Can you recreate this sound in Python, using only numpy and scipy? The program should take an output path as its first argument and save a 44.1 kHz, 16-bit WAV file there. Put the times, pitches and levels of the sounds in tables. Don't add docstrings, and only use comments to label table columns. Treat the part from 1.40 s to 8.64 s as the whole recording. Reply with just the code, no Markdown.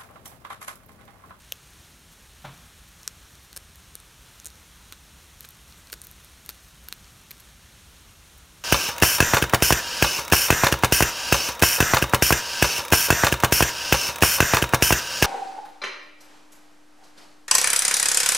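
import sys
import numpy as np
from scipy import signal
from scipy.fft import rfft, irfft
from scipy.io import wavfile
from scipy.ndimage import uniform_filter1d

SR = 44100
rng = np.random.default_rng(int(sys.argv[2]) if len(sys.argv) > 2 else 0)


def unload_audio(sound):
    columns = np.transpose(np.atleast_2d(sound))
    steps = np.round(np.clip(columns, -1, 1) * 32767)
    wavfile.write(sys.argv[1], SR, steps.astype(np.int16))


N = 319224
TAPS = 1024
GRID = np.fft.rfftfreq(TAPS, 1 / SR) + 1
FINE = np.fft.rfftfreq(N, 1 / SR) + 1
TIME = np.arange(N) / SR

# start_s, run_length_s, tear_time_s, change_per_snap_db, snap_db, tilt_db_per_octave,
# low_ring_hz, low_ring_db, high_ring_hz, high_ring_db, wet_sizzle_db, jaw_thump_db
BONE_BITES = [(0.1221, 0.00091, .00025, 0, -19, -2, 3070, 12, 6200, 2.5, 4.5, 1),
              (1.6773, 0.00023, 0.00021, 0, -4, -1, 5560, 6.5, 7880, 3.5, -26, -7.5),
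              (2.163, 0.011, 0.00058, 1, -15.5, -1.5, 5010, -10.5, 9150, -6.5, -16, -11.5),
              (2.5536, 0.00055, 0.00035, 0, -15.5, 3, 4310, -13, 9400, -2.5, -26, -9),
              (3.057, 0.014, .00018, -1.5, -15.5, 0.3, 6820, -5.5, 9110, -4.5, -28, -12),
              (3.524, 0.013, .00036, -10.5, -11.5, -2.5, 3580, -6, 7810, -17, -20, -7.5),
              (4.0434, 0.0049, 0.00068, 3.5, -23, -3.5, 2800, -16, 4130, -21, -29, -19),
              (4.5292, .0096, 0.00049, -7, -6.5, -2, 2650, -6, 4700, -1.5, -17, -3),
              (5.0913, .015, 0.00046, -9.5, -8, -2.3, 1000, -9, 4400, 0.5, -1.5, -3),
              (5.4854, 0.00066, 0.00058, 0, -16.5, -3.5, 2550, -17, 4460, -3, -2, -12),
              (5.5257, 0, 0.00019, 0, -6, -1, 2500, -3, 4100, 1.5, -17, -7.5),
              (5.9076, 0.0055, 0.00085, 0.5, -19.5, 0.5, 2300, -6, 4400, -10, -9, -18)]
# start_s, click_db, ring_hz, ring_db
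TEETH_MEETING = [(1.632, -24, 5900, -12), (1.9536, -26, 6250, -22), (2.1296, -18, 4800, -17),
                 (2.3574, -25, 12500, -31), (2.6018, -30, 9200, -15), (3.0001, -24, 6440, -9),
                 (3.0458, -23, 8910, -12), (3.0835, -28, 7200, -15), (3.103, -25, 4600, -16),
                 (4.0075, -16.5, 13500, -11), (4.0887, -23, 15100, -10), (4.1075, -34, 12300, -16),
                 (4.3243, -30, 4600, -13), (4.4718, -25, 4425, -18), (4.5002, -19.5, 2453, -17),
                 (4.522, -23, 14000, -10), (4.527, -13, 14000, -14), (4.617, -19.5, 9000, -5),
                 (4.6696, -22.5, 15200, -7), (4.7135, -31, 12000, -12), (4.8468, -31, 11000, -16),
                 (5.0617, -21, 12600, -16), (5.2844, -35, 13300, -23), (5.5376, -33, 14600, -14),
                 (5.6443, -36, 4800, -15), (6.0045, -27, 12000, -18)]
# start_s, length_s, level_db, tilt_db_per_octave
WET_PEELS = [(0.713, 0.031, -58, 2), (1.483, 0.011, -57, 8), (4.023, 0.016, -53, 1.2),
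             (4.045, 0.014, -49.5, 2), (4.531, .013, -44, 3), (4.633, 0.024, -48.5, 5),
             (5.089, 0.024, -46, 0), (5.436, 0.013, -56, 3), (5.913, .005, -48, 10),
             (5.998, 0.0053, -49, 1), (6.976, .011, -54, 8)]
# time_s, ticks_per_s
CHEWING_PACE = [(0, 40), (1.2, 59), (2.0, 45), (3.7, 32), (4.6, 81), (6.0, 50), (6.2, 7.1), (7.24, 8)]
# frequency_hz, gain_db
MOUTH_TONE = [(100, -29), (300, -18), (750, -18.5), (1050, -5.5), (1450, 1), (1700, 1.5), (2030, -5.5),
              (2500, -1.5), (3050, -5.5), (3900, -0.5), (6500, -1), (13500, -2), (16500, -15)]
# frequency_hz, level_db, t60_s
HOLLOW_MODES = [(140, -31, 0.22), (313, -48, 0.17), (597, -38, .12), (772, -30, 0.08), (853, -36, 0.11),
                (1420, -36, .09)]
# frequency_hz, level_db_per_hz
THUD_NOISE = [(50, -78), (130, -59), (220, -69.5), (420, -77.5), (750, -71), (1300, -70), (1900, -76.5),
              (3700, -78.5), (4900, -87), (12000, -102)]
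# frequency_hz, level_db_per_hz
LOW_RUMBLE = [(15, -104), (28, -85), (42, -76.5), (62, -70.5), (110, -81), (175, -82), (260, -91),
              (500, -102), (1500, -125)]
# frequency_hz, level_db_per_hz
STEADY_HISS = [(100, -100), (300, -92.5), (700, -94), (1300, -90.5), (2100, -93), (3200, -92), (6500, -94),
               (9000, -96), (12000, -99.2), (14000, -103), (15700, -107.5), (16200, -128)]
# centre_hz, width_hz, gain_db
PORT_NOTCHES = [(4870, 480, -4), (7640, 510, -3), (10450, 230, -7.5)]

JAW_HZ, JAW_T60_S = 445, 0.011
SNAP_GAP_S, SNAP_JITTER_S = 0.0065, 0.0005
SIZZLE_HZ = 12800
THUD_S = 1.04
EDGE_HZ = 16800


def amp(db):
    return 10 ** (np.asarray(db) / 20)


def read(points, hz):
    f, value = np.transpose(points)
    return np.interp(np.log(hz), np.log(f), value)


def add(mix, s, sound):
    part = mix[max(round(s * SR), 0):][:len(sound)]
    part += sound[:len(part)]


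def noise(points):
    white = rfft(rng.standard_normal(N))
    return irfft(white * amp(read(points, FINE)), N) * np.sqrt(SR / 2)


def causal(gain):
    cepstrum = irfft(np.log(gain + 1e-7))
    cepstrum[1:TAPS // 2] *= 2
    cepstrum[TAPS // 2 + 1:] = 0
    return irfft(np.exp(rfft(cepstrum)))


def fade(t, t60):
    return np.exp(-np.log(1000) * np.maximum(t, 0) / t60)


def tilted(tilt_db):
    return amp(tilt_db * np.log2(np.maximum(GRID, 800) / 5000))


def ring(hz, sharpness):
    return 1 / (1 + (sharpness * (GRID / hz - hz / GRID)) ** 2)


def crunches(snap_db=0.47, thump_db=-27.5, low_sharpness=3.85, high_sharpness=4.6, sizzle_sharpness=4.4):
    out = np.zeros(N)
    for (s, run_s, tear_s, step_db, db, tilt, low_hz, low_db,
         high_hz, high_db, sizzle_db, jaw_db) in BONE_BITES:
        low_splinter = amp(low_db) * ring(low_hz, low_sharpness)
        high_splinter = amp(high_db) * ring(high_hz, high_sharpness)
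        sizzle = amp(sizzle_db) * ring(SIZZLE_HZ, sizzle_sharpness)
        colour = amp(db) * tilted(tilt) + low_splinter + high_splinter + sizzle
        snap_count = 1 + round(abs(run_s) / SNAP_GAP_S)
        for k, delay in enumerate(np.linspace(0, run_s, snap_count)):
            when = s + delay + SNAP_JITTER_S * min(k, 1) * rng.standard_normal()
            bone = amp(snap_db) * in_mouth(colour, tear_s)
            jaw = amp(jaw_db + thump_db) * jaw_thump()
            add(out, when, amp(k * step_db) * (bone + jaw))
    return out


def snap(tear_s):
    t = TIME[:TAPS]
    tear = rfft(rng.standard_normal(TAPS) * t * np.exp(-t / max(tear_s, 1 / SR)))
    power = abs(tear) ** 2
    broad = np.sqrt(uniform_filter1d(power, size=21) + 0.03 * power.mean())
    return tear / rfft(causal(broad))


def in_mouth(colour, tear_s):
    mouth = amp(read(MOUTH_TONE, GRID))
    return irfft(snap(tear_s) * rfft(causal(colour * mouth)))


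def jaw_thump(rise_s=0.00089, scatter=0.091):
    t, hz = TIME[:TAPS], JAW_HZ * (1 + scatter * rng.standard_normal())
    return np.sin(2 * np.pi * hz * t) * fade(t, JAW_T60_S) * (1 - np.exp(-t / rise_s))


def tooth_clicks(contact_s=0.0002, sharpness=3.7, even_hz=4500, brighten_db=2.4,
                 tooth_hz=4300, tooth_sharpness=6.2, thump_db=-32.0):
    out = np.zeros(N)
    for s, db, hz, ring_db in TEETH_MEETING:
        click = tilted(brighten_db * np.log2(hz / even_hz)) + ring(tooth_hz, tooth_sharpness)
        colour = amp(db) * click + amp(ring_db) * ring(hz, sharpness)
        add(out, s, in_mouth(colour, contact_s) + amp(db + thump_db) * jaw_thump())
    return out


def crackles(pops_per_s=2500):
    out, mouth = np.zeros(N), amp(read(MOUTH_TONE, GRID))
    for s, length, db, tilt in WET_PEELS:
        size, when = rng.standard_normal(2 * TAPS), rng.random(2 * TAPS)
        pops = size * (0.63 + (when < pops_per_s / SR))
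        pops = pops[:max(round(length * SR), 32)]
        pops = pops * signal.windows.tukey(len(pops), .5)
        swarm = signal.fftconvolve(pops, causal(tilted(tilt) * mouth))
        even_level = np.sqrt(len(pops) / np.sum(swarm ** 2))
        add(out, s, amp(db) * swarm * even_level)
    return out


def ticks(level_db=-37.5, spread_db=3.0, tilt_db=-0.5, fizz_db=-79.0, fizz_swing_db=10.5, fizz_tilt_db=1.5):
    rate = np.interp(TIME, *np.transpose(CHEWING_PACE))
    mouth = amp(read(MOUTH_TONE, GRID))
    size = amp(level_db + spread_db * np.minimum(rng.exponential(1, N), 3))
    train = size * (rng.random(N) < rate / SR)
    patches = uniform_filter1d(uniform_filter1d(rng.standard_normal(N), size=2200), size=900)
    swell = amp(fizz_db + fizz_swing_db * np.minimum(patches / patches.std(), 2))
    fizz = rng.standard_normal(N) * np.sqrt(abs(rate / rate.mean())) * swell
    teeth = signal.oaconvolve(train, causal(tilted(tilt_db) * mouth))
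    moisture = signal.oaconvolve(fizz, causal(tilted(fizz_tilt_db) * mouth))
    return (teeth + moisture)[:N]


def leaf_litter(x, near_db=-16.5, near_t60=0.0085, far_db=-19.0, far_t60=0.052):
    t, echo = TIME[:4 * TAPS], 0
    for db, t60, delay_s in ((near_db, near_t60, .0006), (far_db, far_t60, .003)):
        scatter = rng.standard_normal(len(t)) * fade(t, t60) * (t > delay_s)
        echo = echo + amp(db) * scatter / np.linalg.norm(scatter)
    return x + signal.oaconvolve(x, echo)[:N]


def far_thud(rise_s=0.013, blow_t60=0.115, tail_db=-6.5, tail_t60=0.68, build_cycles=2.4, grain_db=4.0):
    t = np.maximum(TIME - THUD_S, 0)
    grain = uniform_filter1d(rng.standard_normal(N), SR // 300)
    knock = amp(grain_db * np.tanh(grain / grain.std())) * fade(t, blow_t60)
    tail = amp(tail_db) * fade(t, tail_t60)
    blow = noise(THUD_NOISE) * (knock + tail)
    boom = np.zeros(N)
    for hz, db, t60 in HOLLOW_MODES:
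        tone = np.sin(2 * np.pi * (hz * t + rng.random()))
        build = 1 - np.exp(-hz * t / build_cycles)
        boom += amp(db) * tone * fade(t, t60) * build
    return np.minimum(t / rise_s, 1) * (blow + boom)


def background(waver_db=0.47):
    drift = uniform_filter1d(rng.standard_normal(N), SR // 10)
    return noise(LOW_RUMBLE) + noise(STEADY_HISS) * amp(waver_db * drift / drift.std())


def scene():
    cat = crunches() + tooth_clicks() + crackles() + ticks()
    mono = leaf_litter(cat) + far_thud() + background()
    return np.array([mono, mono])


def record(dry):
    port_db = sum(db * np.exp(-((FINE - hz) / width) ** 2) for hz, width, db in PORT_NOTCHES)
    coloured = irfft(rfft(dry) * amp(port_db), N)
    band_limit = signal.firwin(401, EDGE_HZ, window=("kaiser", 9), fs=SR)
    return signal.oaconvolve(coloured, band_limit[None], "same")


dry = scene()
out = record(dry)
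unload_audio(out)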